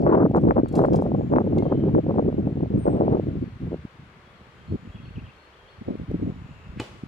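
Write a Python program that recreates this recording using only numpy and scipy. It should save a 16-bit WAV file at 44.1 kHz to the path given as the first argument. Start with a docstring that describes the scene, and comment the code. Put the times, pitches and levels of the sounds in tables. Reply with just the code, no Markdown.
"""Gusts of wind rumble and thump on the microphone while arrows knock together in a back quiver.
An archer at the forest edge pulls one out, clicks it onto the string and, near the end, shoots.
The string cracks taut and shakes the bow; the shot echoes off a wooden shed and dies among the trees.
The wind noise comes from eddies, little swirls of air that sweep over the microphone's two openings.
Small birds call over the soft hiss of the forest."""
import sys
import numpy as np
from scipy import signal
from scipy.fft import rfft, irfft
from scipy.io import wavfile
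from scipy.ndimage import uniform_filter1d, minimum_filter1d, map_coordinates

SR = 44100
rng = np.random.default_rng(int(sys.argv[2]) if len(sys.argv) > 2 else 0)


def to_wav(s):
    """Save 16-bit WAV."""
    ch = np.atleast_2d(s).T  # columns
    pcm = np.round(np.clip(ch, -1, 1) * 32767)  # PCM
    wavfile.write(sys.argv[1], SR, pcm.astype(np.int16))


N = 311787
T = np.arange(N) / SR
HZ = np.maximum(np.arange(N // 2 + 1) * SR / N, 1)


# blows of the string on the bow (time [s], level [dB], treble boost [dB per octave])
STRING_BLOWS = [(6.798, -33, -1.5), (6.8, -27, 0.5), (6.8036, -25, -3.5), (6.8171, -33.5, -1.5)]
# ringing tones of bow, string and arrow (pitch [Hz], level [dB], time to fade by 60 dB [s])
BOW_TONES = [(118.6, -1.5, 0.1), (330, 2, 0.06), (387, 13.5, 0.036), (484.6, 5, 0.046), (716, -4, 0.039),
             (853, -2, 0.07), (1099, -2, 0.036), (1200, -7, 0.084), (2012, -10, 0.065), (2232, -8, .025),
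             (2426, -1, 0.033), (2940, -2, 0.05), (3040, -6, 0.055), (3440, -6, 0.04), (4136, -13, 0.04),
             (5000, -20, 0.02), (6940, -4, 0.0088)]
# tone colour of the string's crack (frequency [Hz], level [dB])
CRACK_COLOUR = [(150, 5), (500, 9), (1500, -1), (2800, -3), (4500, -3), (7500, -12), (11000, -23),
                (15500, -42)]
CRACK_S = STRING_BLOWS[1][0]
def shot():
    """The string swishes forward, cracks taut and shakes the bow."""
    bow = np.zeros(N)
    for s, db, tilt_db in STRING_BLOWS:
        add(bow, s, undb(db) * strike(BOW_TONES, tilt_db, scatter_db=1.5))
    since = T - CRACK_S
    gap = abs(since)
    swish = undb(-41) * hiss(N, 1500, 2900) * fade(gap, .075) * (since < 0)
    crack = undb(-25.5) * noise(CRACK_COLOUR) * np.where(since < 0, fade(gap, .0035), fade(gap, .011))
    rattle = undb(-42) * hiss(N, 1300, 3800) * fade(gap, .05) * (since > 0)
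    # the feathers hiss for a moment as the arrow flies off
    feathers = noise([(600, 12), (1800, -3), (3000, -3), (5000, -11), (8000, -18),
                      (12000, -30), (15500, -29)])
    flight = np.clip(since / .01, 0, 1) * np.exp(-(np.maximum(since, 0) / .085) ** 2)
    return bow + swish + crack + rattle + undb(-44) * feathers * flight


# tone colour of the crack as the trunks scatter it (frequency [Hz], level [dB])
WASH_COLOUR = [(400, 1), (1200, -5), (3000, 3), (5000, -4), (8000, -11), (12000, -22), (15500, -40)]
def shot_wash():
    """The crack comes back from the forest edge as a smooth wash, different in each ear."""
    since = np.maximum(T - CRACK_S, 0)
    level = undb(-48) * fade(since, .21) + undb(-51.5) * fade(since, .99)
    return np.array([noise(WASH_COLOUR), noise(WASH_COLOUR)]) * level * np.minimum(since / .0055, 1)


# arrows knocking together (time [s], relative level [dB], treble boost [dB per octave])
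KNOCKS = [(.016, -65, 3), (0.169, -64.5, -8.5), (.315, -66, -4.5), (.343, -72, 2.5), (0.363, -56.5, 8),
          (.413, -69.5, 8.5), (0.684, -57.5, 3.5), (0.725, -58, 12.5), (0.753, -45.5, 4), (0.763, -54, 13),
          (0.777, -53, 3), (0.7849, -51, 8), (.812, -61.5, 16.5), (.839, -65.5, 19), (0.858, -62.5, 13.5),
          (.931, -53.5, -0.5), (.938, -54.5, -1.5), (0.953, -56.5, 7), (0.959, -51, 8), (1.0168, -64, 16),
          (1.027, -65.5, 15)]
# tones of a bending arrow shaft (pitch [Hz], level [dB], time to fade by 60 dB [s])
SHAFT_TONES = [(2300, 5.5, 0.045), (2710, 1, 0.072), (3290, -0.5, 0.1), (3880, 0, 0.09), (4330, 11, 0.0089),
               (5040, 0.5, 0.048), (5640, -1.5, 0.04), (5900, -4.5, 0.037), (6500, -5, 0.04),
               (7210, -1, 0.04), (8070, -7, 0.04), (8750, -10, 0.045), (9810, -10.5, 0.042),
               (10700, -20, 0.047), (11680, -22, .05), (12700, -21, .05), (13550, -27.5, .04),
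               (15200, -32, .03)]
# one arrow sliding along the others (peak time [s], length [s], relative level [dB])
SCRAPES = [(.03, .04, -66.5), (.18, 0.033, -66.5), (.42, 0.15, -70), (.77, 0.081, -57), (.88, .14, -66),
           (.95, 0.04, -56.5), (1.08, 0.11, -81.5)]
def quiver():
    """The arrow being pulled out knocks on its neighbours, chatters and scrapes along them."""
    out, t = np.zeros(N), T[:SR // 10]
    for s, db, tilt_db in KNOCKS:
        chatter = .16 * rng.standard_normal(len(t)) * fade(t, .035)
        chatter[0] = 1  # the knock itself
        ring = signal.fftconvolve(strike(SHAFT_TONES, tilt_db, scatter_db=-1.5), chatter)
        add(out, s, undb(db - 1) * unit_start(ring))
        add(out, s, undb(db - 3) * hiss(len(t), 3200, 11000) * fade(t, .036))
    rubbing = rng.standard_normal(N)
    scrape = unit(signal.oaconvolve(rubbing, strike(SHAFT_TONES, 0, scatter_db=5))[:N])
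    out += scrape * np.sqrt(swells(SCRAPES, edge=3.8, rise=.4)) * undb(-8 + 5.5 * walk(150))
    return band(out, 1400, 13500)


# the arrow snapping onto the string (time [s], relative level [dB])
NOCK_CLICKS = [(1.5825, -50), (1.5852, -46)]
# ringing tones of each click (pitch [Hz], level [dB], time to fade by 60 dB [s])
NOCK_TONES = [(2115, -1, 0.099), (2790, -6.5, 0.035), (3450, 3, 0.011), (3950, 2.5, 0.01),
              (4500, 4, 0.0087), (6460, -10, .03), (6900, -2.5, 0.01), (8900, -9.5, .006),
              (10600, -17, .006)]
def nock():
    """The nock, the notch at the arrow's tail, springs over the string with a dry double click."""
    out, t = np.zeros(N), T[:SR // 20]
    for s, db in NOCK_CLICKS:
        add(out, s, undb(db - 1.5) * strike(NOCK_TONES, 0, scatter_db=-2))
        add(out, s, undb(db - 7) * hiss(len(t), 2800, 7500) * fade(t, .018))
    return out


# wind direction (time [s], base delay from the left opening to the right [ms])
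CROSSING = [(3.4, 0.42), (4.7, -0.47)]
def wind():
    """Eddies cross the microphone: large ones rumble, small ones flutter, strong ones thump."""
    large_db, small_db = wind_levels()
    flurry = walk(120)
    speed = np.clip(2 ** ((small_db + 28) / 30), .45, 1.3) * np.exp(.17 * flurry)  # louder is faster
    lag_ms = curves(CROSSING)[0] + .09 * walk(14)  # each kind of eddy scales this delay
    rumble = turbulence(speed, 1.4 * lag_ms, 54, 500, own_db=-15.5)
    rumble *= undb(large_db + 1.5 + 2 * flurry)
    flutter = turbulence(speed, .73 * lag_ms, 506, 12000, own_db=-17.5)
    flutter *= undb(small_db + 2 + 1.3 * flurry + 3.68 * walk(320))
    air = rumble + flutter + sputter(small_db, flurry, .32 * lag_ms)
    # a strong eddy pushes the others aside as it passes
    swings, room = thumps(small_db, speed, .81 * lag_ms)
    air = air * np.maximum(1 - .64 * room, 0) + swings
    # the right opening is more sheltered from the smallest eddies
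    air[1] = signal.filtfilt(*signal.butter(1, 1500, fs=SR), air[1])
    return air


# the breeze under the gusts, dropping about halfway through (time [s], rumble level [dB])
BREEZE = [(0, -24), (.72, -26), (1.12, -24), (1.24, -26.5), (1.85, -25), (2.33, -28), (2.68, -28.5),
          (3.15, -26.5), (3.42, -32), (3.58, -43), (4.15, -58.5), (4.62, -51), (4.95, -44), (5.24, -42.5),
          (5.32, -67), (5.72, -63.5), (5.9, -40.5), (6.5, -37), (6.6, -51), (7.07, -44.5)]
# gusts (peak time [s], length [s], rumble level [dB], flutter level [dB])
GUSTS = [(0.055, 0.044, -18, -22), (0.112, 0.031, -24.5, -26), (0.138, 0.027, -18, -23),
         (0.185, 0.041, -17.5, -18.5), (.228, 0.028, -9.5, -24.5), (0.257, 0.024, -17.5, -27),
         (0.302, 0.017, -17.5, -29.5), (0.363, .035, -15.5, -20), (0.452, 0.044, -16.5, -29),
         (0.497, 0.029, -16, -28), (0.514, 0.013, -30, -20), (0.576, 0.037, -17, -24.5),
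         (0.747, 0.032, -23.5, -27.5), (0.794, 0.026, -14, -20.5), (0.834, 0.036, -19, -21.5),
         (0.918, 0.04, -19, -27), (0.968, 0.051, -19.5, -27), (1.055, 0.034, -30, -29),
         (1.177, 0.048, -43, -38), (1.364, 0.052, -15.5, -20), (1.46, 0.022, -24.5, -33),
         (1.55, 0.06, -21.5, -34), (1.645, 0.04, -21, -34), (1.727, 0.023, -16.5, -27),
         (1.8, .04, -21, -37.5), (1.87, 0.044, -21.5, -37), (1.95, 0.019, -14, -28),
         (1.982, 0.021, -22, -33), (2.098, 0.049, -26, -31), (2.151, 0.018, -36, -31.5),
         (2.19, .018, -14.5, -25), (2.255, .05, -24.5, -41), (2.404, 0.048, -26, -49),
         (2.471, 0.039, -25.5, -42), (2.529, 0.018, -21.5, -42), (2.628, 0.034, -23.5, -35),
         (2.757, 0.032, -17, -34), (2.884, 0.041, -21, -26), (2.949, 0.036, -30.5, -31),
         (3.01, 0.061, -20, -26), (3.125, 0.062, -19.5, -28), (3.283, 0.04, -24.5, -42),
         (3.359, 0.04035, -28, -48), (3.421, 0.045, -26.5, -52), (3.65, 0.064, -28.5, -47.5),
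         (3.727, 0.033, -28.5, -39), (3.79, 0.049, -39, -62), (4.007, 0.034, -44, -70),
         (4.407, 0.042, -50.5, -82), (4.726, 0.04, -22.5, -43), (4.924, 0.046, -34.5, -69),
         (5.008, 0.031, -39, -62.5), (5.122, 0.054, -38.5, -67), (5.181, 0.018, -28, -53.5),
         (5.235, 0.049, -40, -69), (5.805, 0.029, -33, -60.5), (5.9, 0.045, -34, -37.5),
         (5.954, 0.016, -25.5, -48.5), (5.999, 0.041, -36, -56), (6.12, 0.059, -25, -46),
         (6.225, 0.041, -26.5, -46), (6.285, 0.041, -30, -43), (6.689, 0.025, -28, -57.5),
         (6.764, 0.047, -36.5, -63)]
def wind_levels():
    """Gusts ride on the breeze; gives the relative levels in dB of the large and the small eddies."""
    breeze_db = curves(BREEZE)[0] + 1.5 * walk(28)  # quick surges and lulls
    flutter_db = -37 + 1.9 * (breeze_db + 24)  # flutter grows faster than rumble
    s, length, rumble_peaks, flutter_peaks = np.transpose(GUSTS)
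    levels = []
    for steady_db, peaks in ((breeze_db, rumble_peaks), (flutter_db, flutter_peaks)):
        gusts = swells(zip(s, length, peaks), edge=2.2, rise=.45)
        levels.append(10 * np.log10(undb(steady_db) ** 2 + gusts))
    return levels


# tone colour of swirling air when speed is 1 (frequency [Hz], level [dB])
EDDY_COLOUR = [(20, -15), (60, -5.5), (140, 2.5), (280, 3), (450, -2.5), (700, -15), (1000, -26),
               (1500, -43.5), (2500, -58), (5000, -79)]
def turbulence(speed, lag_ms, lo_hz, hi_hz, own_db):
    """Eddies of one size range pass both openings at an even level; faster air sounds higher."""
    travel, eddies = np.cumsum(speed), noise(EDDY_COLOUR)
    left = map_coordinates(eddies, [travel], order=3, mode="mirror")
    right = map_coordinates(eddies, [travel - speed * lag_ms * SR / 1000], order=3, mode="mirror")
    # each opening also sheds a few eddies of its own
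    own = undb(own_db) * map_coordinates(eddies, [travel + N // 2], order=3, mode="mirror")
    air = band(np.array([left + own, right - own]), lo_hz, hi_hz, order=3)
    return air / np.sqrt(uniform_filter1d(air.mean(0) ** 2, SR // 35) + 1e-9)


def sputter(small_db, flurry, lag_ms):
    """Fast air breaks into tiny eddies that sputter."""
    left = noise([(500, -21), (1000, 9.5), (1600, -5), (2600, -28.5), (6000, -50.5)])
    right = map_coordinates(left, [(T - lag_ms / 1000) * SR], order=3, mode="wrap")
    return np.array([left, right]) * undb(np.minimum(small_db + 27, 2) * 3.4 - 44 + 6.6 * flurry)


# single strong eddies (time [s], relative level [dB], pitch [Hz])
BUFFETS = [(0.066, 1, 700), (.1385, -4, 706), (.178, -4.5, 660), (.2235, -5, 710), (.234, -2, 750),
           (.2625, -8, 685), (.3485, -2, 755), (0.363, -3.5, 717), (.487, -9, 748), (0.5096, 5, 890),
           (0.5803, -3, 635), (.635, -2, 290), (.66, -17, 707), (0.793, 0, 726), (0.8395, -2, 661.8),
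           (.886, -6, 579.5), (0.925, -4, 403.4), (.951, -4.5, 536.5), (.989, -12, 595.6),
           (1.0233, -6, 540), (1.1187, -10.5, 539.5), (1.2105, -12.5, 479.6), (1.338, 2, 659.6),
           (1.362, -6, 876.4), (1.3852, 6, 803.6), (1.405, -13.5, 551), (1.625, -11.5, 560),
           (1.6555, -14.5, 531), (1.722, -8, 615.4), (1.861, -24, 558.1), (1.9508, -8.5, 770),
           (1.982, -16, 718), (2.185, -6, 644), (2.1949, -4, 569), (2.226, -9.5, 350),
           (2.302, -15.5, 359.4), (2.869, -6.5, 578.7), (3.0101, 0.5, 533.3), (3.0815, -2.5, 518.5),
           (3.136, -13, 449.4), (3.171, -11, 451.7), (3.198, -6, 359.1), (3.271, -14.5, 300.1),
           (3.356, -16, 260.3), (3.7312, -13.5, 341.5), (3.8528, -20, 184.2), (4.7241, -17, 220),
           (4.7436, -14, 160.1), (5.1824, -19.5, 196.2), (5.955, -18, 289.9), (6.095, -18, 100),
           (6.1151, -14.5, 306.2), (6.237, -17.5, 240), (7.037, -18.5, 200.2)]
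def thumps(small_db, speed, lag_ms):
    """Single eddies make short swings of pressure; also gives how much room they take in the wind."""
    swings, room, t = np.zeros((2, N)), np.zeros(N), T[:SR // 25] - .02
    for s, db, hz in BUFFETS + pops(small_db, speed):
        add(room, s + t[0], np.exp(-(hz * t / 1.71) ** 2))
        for channel, side in zip(swings, (-1, 1)):
            cycles = hz * (t - side * np.interp(s, T, lag_ms) / 2000)
            swing = np.sin(2 * np.pi * cycles) / np.cosh(np.minimum(abs(cycles) / .23, 50))
            add(channel, s + t[0], undb(db - .5) * swing)
    return swings, room


def pops(small_db, speed, per_second=38, max_db=-13):
    """Weaker eddies come at random, louder and higher in fast air; gives rows like BUFFETS."""
    wait, size, pitch = rng.random((1000, 3)).T
    s = np.cumsum(-np.log(1 - wait)) / per_second
    db = np.minimum(np.interp(s, T, small_db) + 10 + 5.5 * (2 * size - 1), max_db)
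    hz = 494 * np.interp(s, T, speed) * 2 ** (pitch - .5)
    return list(np.transpose([s, db, hz])[s < T[-1]])


# ticks in the wind (time [s], level [dB])
TICKS = [(.22, -55), (0.4866, -54), (.511, -52), (1.363, -46.5)]
def ticks():
    """Thin ticks in the hardest gusts, gone within a few milliseconds."""
    out, t = np.zeros(N), T[:SR // 100]
    for s, db in TICKS:
        add(out, s, undb(db) * hiss(len(t), 1800, 4500) * fade(t, .0066))
    return out


# song notes (time [s], length [s], pitch [Hz], relative level [dB],
# glide [share of the pitch], wobble [share of the pitch])
SONG_NOTES = [(1.623, 0.24, 3097, -59.5, -0.039, 0.031), (4.245, 0.074, 3347, -61, 0.019, 0.011),
              (4.348, 0.067, 4288, -66, -0.02, .009), (4.578, 0.06, 3212, -57, 0.022, 0.009),
              (4.671, 0.055, 4310, -62, 0.016, 0.008), (4.916, 0.069, 3280, -53, 0.006, 0.008),
              (5.023, 0.077, 4343, -62, .005, .011), (5.238, 0.06, 3230, -55, 0.022, .009),
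              (5.35, 0.13, 4300, -64.5, 0.0059, 0.01), (5.582, 0.099, 3236, -58, -0.02, 0.0079),
              (5.673, 0.067, 4316, -61, -0.0063, .013)]
def songbird():
    """A two-note song from deep in the forest; each note glides a little, wobbles and fades."""
    out = np.zeros(N)
    for s, length, hz, db, glide, wobble in SONG_NOTES:
        n = int(length * SR)
        progress = np.linspace(0, 1, n)
        pitch = hz * (1 + glide * (progress - .5) + wobble * walk(400)[:n])
        add(out, s, note(pitch, db - 5 - 4 * progress + 2 * walk(70)[:n]))
    return out


# another bird's chirps (time [s], level [dB])
CHIRPS = [(4.853, -60), (4.951, -55), (5.049, -54), (5.153, -50), (5.258, -53.5)]
# the swoop of each chirp (time into the chirp [s], pitch [Hz])
SWOOP = [(0, 3650), (.006, 3020), (.011, 2710), (.02, 2455), (.031, 2430), (.045, 2834), (.055, 2250)]
def chirper():
    """A run of chirps that grows louder: each plunges, thins at the turn and flicks up again."""
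    out, (at, pitch) = np.zeros(N), np.transpose(SWOOP)
    t = T[:int(at[-1] * SR)]
    turn_db = -11 * np.exp(-((t - .025) / .008) ** 2)
    for s, db in CHIRPS:
        hz = np.interp(t, at, pitch) * (1 + .006 * walk(250)[:len(t)])
        add(out, s, note(hz, db + turn_db))
    return out


def whistler(start_s=2.768, length_s=.182, sag_hz_per_s=4400):
    """One thin, high bird call that flicks up, sags and drops away."""
    out, t = np.zeros(N), T[:int(length_s * SR)]
    flicks = np.exp(-t / .0092) + np.exp((t - t[-1]) / .0092)
    hz = 8916 - sag_hz_per_s * t - 1700 * flicks + 40 * walk(300)[:len(t)]
    add(out, start_s, note(hz, -62 + 3 * walk(60)[:len(t)]))
    return out


# rising chirps and sinking whistles (time [s], relative level [dB])
RISING_CALLS = [(5.525, -60), (5.672, -59)]
SINKING_CALLS = [(0, -71.5), (.635, -72.5), (3.41, -76)]
# their tunes (time into the call [s], pitch [Hz])
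RISE = [(0, 2846), (.025, 3610)]
SINK = [(0, 4560), (0.049, 4460), (.13, 4180)]
def far_calls():
    """Birds call from inside the forest; no two calls are quite alike."""
    out = np.zeros(N)
    for calls, tune in ((RISING_CALLS, RISE), (SINKING_CALLS, SINK)):
        at, pitch = np.transpose(tune)
        n = int(at[-1] * SR)
        for s, db in calls:
            hz = np.interp(T[:n], at, pitch) * (1 + .009 * walk(250)[:n])
            add(out, s, note(hz, db - .5 + 2.5 * walk(110)[:n]))
    return out


# distant bird trills (time [s], length [s], pitch [Hz], level [dB])
TRILLS = [(1.1, 0.36, 7000, -79.5), (4.398, 0.65, 7090, -83), (6.123, 0.69, 7130, -83),
          (6.381, 0.36, 2690, -66.5)]
def far_trills(spread=.075):
    """A fast trill from far away blurs into a narrow band of noise."""
    out = np.zeros(N)
    for s, length, hz, db in TRILLS:
        n, edges = int(length * SR), (hz * (1 - spread), hz * (1 + spread))
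        trill = unit(band(hiss(n, *edges), *edges))
        add(out, s, undb(db + 2 * walk(30)[:n]) * signal.windows.tukey(n, .5) * trill)
    return out


# tone colour of the forest hiss (frequency [Hz], level [dB])
FOREST_COLOUR = [(20, -7), (70, 9.5), (130, 1), (270, -4), (400, 4), (720, -2), (1140, -1.5), (1620, -5),
                 (2170, -6.5), (3260, -12.5), (4380, -18.5), (4900, -22.5), (8500, -32), (15500, -43)]
# how it reaches the ears (frequency [Hz], left-right likeness [-1 to 1], left minus right [dB])
FOREST_STEREO = [(60, .94, -2.5), (350, .9, -0.5), (700, 0.84, -0.5), (1200, -0.051, 5), (2400, 0.23, 6),
                 (4400, -0.051, 1.5), (8000, -.1, -0.5)]
def forest():
    """A far hiss swells gently, then holds; it is brighter on the left, its bass alike in both ears."""
    likeness, pan_db = over_hz(FOREST_STEREO)
    shared = rfft(noise(FOREST_COLOUR))
    apart = rfft(noise(FOREST_COLOUR)) * np.sqrt((1 - likeness) / (1 + likeness))
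    sides = np.array([[1], [-1]])
    ears = irfft((shared + sides * apart) * undb(sides * pan_db / 2), N)
    return ears * undb(-54 - 5.5 * np.exp(-T / 1.3) + .41 * walk(3.5))


def outdoors(x, shed_db, trees_db):
    """Add quick echoes off the shed and a long scatter from the trunks, whose treble dies first."""
    t, ears = T[:int(1.2 * SR)], []
    for _ in range(2):
        near, low, high = rng.standard_normal((3, len(t)))
        shed = band(near, 900, 11000) * np.exp(-((t - .052) / .045) ** 2)
        trees = band(low, 500, 4200) * fade(t, .93) + band(high, 4200, 12000) * fade(t, .71)
        trees *= np.minimum(t / .0086, 1)
        echo = (undb(shed_db) * unit(shed) + undb(trees_db) * unit(trees)) / np.sqrt(len(t))
        ears.append(x + signal.fftconvolve(x, echo)[:N])
    return np.array(ears)


def strike(tones, tilt_db, scatter_db):
    """One blow sets fading tones ringing; how loud each is depends on where the blow lands."""
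    t = T[:SR // 8]
    hz, db, t60 = np.transpose(tones)[:, :, None]
    weight, detune, side = rng.standard_normal((len(tones), 3)).T[:, :, None]
    gain = np.sign(side) * undb(db + tilt_db * np.log2(hz / hz.mean()) + scatter_db * weight)
    rings = gain * fade(t, t60) * np.sin(2 * np.pi * hz * (1 + .0047 * detune) * t)
    return unit_start(rings.sum(0))


def note(hz, db):
    """A pure tone that follows a pitch curve, starting and ending softly."""
    return undb(db) * signal.windows.tukey(len(hz), .25) * np.sin(2 * np.pi * np.cumsum(hz) / SR)


def swells(rows, edge, rise):
    """Summed power of swells; edge sets their steepness, rise the share of their length spent rising."""
    power = np.zeros(N)
    for s, length, db in rows:
        near = slice(max(int((s - 3 * length) * SR), 0), int((s + 3 * length) * SR))
        since = (T[near] - s) / length
        power[near] += undb(db) ** 2 * .5 ** (np.maximum(-since / rise, since / (1 - rise)) ** edge)
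    return power


def undb(db):
    """Turn decibels into a gain."""
    return 10 ** (np.asarray(db) / 20)


def unit(x):
    """Scale to an average strength (rms) of 1."""
    return x / np.sqrt(np.mean(x ** 2))


def unit_start(x):
    """Scale so that the first 5 ms have strength 1."""
    return x / np.sqrt(np.mean(x[:SR // 200] ** 2))


def curves(rows):
    """The columns of a time table, one value a sample."""
    s, *columns = np.transpose(rows)
    return [np.interp(T, s, c) for c in columns]


def over_hz(rows):
    """The columns of a frequency table, one value for each frequency in HZ."""
    hz, *columns = np.transpose(rows)
    return [np.interp(np.log(HZ), np.log(hz), c) for c in columns]


def noise(colour):
    """Noise of strength 1 with the given tone colour."""
    return unit(irfft(rfft(rng.standard_normal(N)) * undb(over_hz(colour)[0]), N))


def hiss(n, lo_hz, hi_hz):
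    """n samples of noise of strength 1 between two frequencies."""
    return unit(band(rng.standard_normal(n), lo_hz, hi_hz))


def walk(rate):
    """A random wobble of strength 1, changing about rate times a second."""
    wobble = np.interp(T * rate, np.arange(4096), rng.standard_normal(4096))
    return unit(uniform_filter1d(wobble, int(SR / rate)))


def band(x, lo_hz, hi_hz, order=2):
    """Keep mostly what lies between two frequencies."""
    return signal.sosfilt(signal.butter(order, [lo_hz, hi_hz], "band", fs=SR, output="sos"), x)


def fade(t, t60):
    """A fade that loses 60 dB in t60 seconds."""
    return np.exp(-np.log(1000) * t / t60)


def add(track, s, sound):
    """Mix a sound into a track at time s."""
    i = max(int(s * SR), 0)
    track[i:i + len(sound)] += sound[:max(N - i, 0)]


def scene():
    """The archer and the birds with their echoes, mixed with wind and forest hiss."""
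    archer = outdoors(quiver(), shed_db=-17.5, trees_db=-14.5)
    archer += outdoors(nock(), shed_db=-15, trees_db=-9)
    archer *= undb([[-1], [1]])  # the arrow is handled a little to the right
    archer += outdoors(shot(), shed_db=-16.5, trees_db=-14) + shot_wash()
    birds = outdoors(songbird(), shed_db=-8.5, trees_db=-1)
    birds += outdoors(far_calls() + far_trills(), shed_db=-19, trees_db=-3.5)
    birds += outdoors(whistler(), shed_db=-8.5, trees_db=-13.5)
    birds += outdoors(chirper(), shed_db=-20, trees_db=-10)
    return archer + wind() + ticks() + birds + forest()


def record(dry):
    """A limiter softly turns down the strongest thumps; the deepest bass and highest treble are cut."""
    dry = signal.sosfilt(signal.butter(2, 28, "high", fs=SR, output="sos"), dry)
    ceiling, hold, knee = .56, SR // 150, 3
    needed = (1 + (abs(dry).max(0) / ceiling) ** knee) ** (-1 / knee)
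    gain = uniform_filter1d(minimum_filter1d(needed, 2 * hold), hold)
    limited = dry * uniform_filter1d(gain, hold)
    return signal.sosfilt(signal.ellip(8, .2, 70, 15700, fs=SR, output="sos"), limited)


dry = scene()
out = record(dry)
to_wav(out)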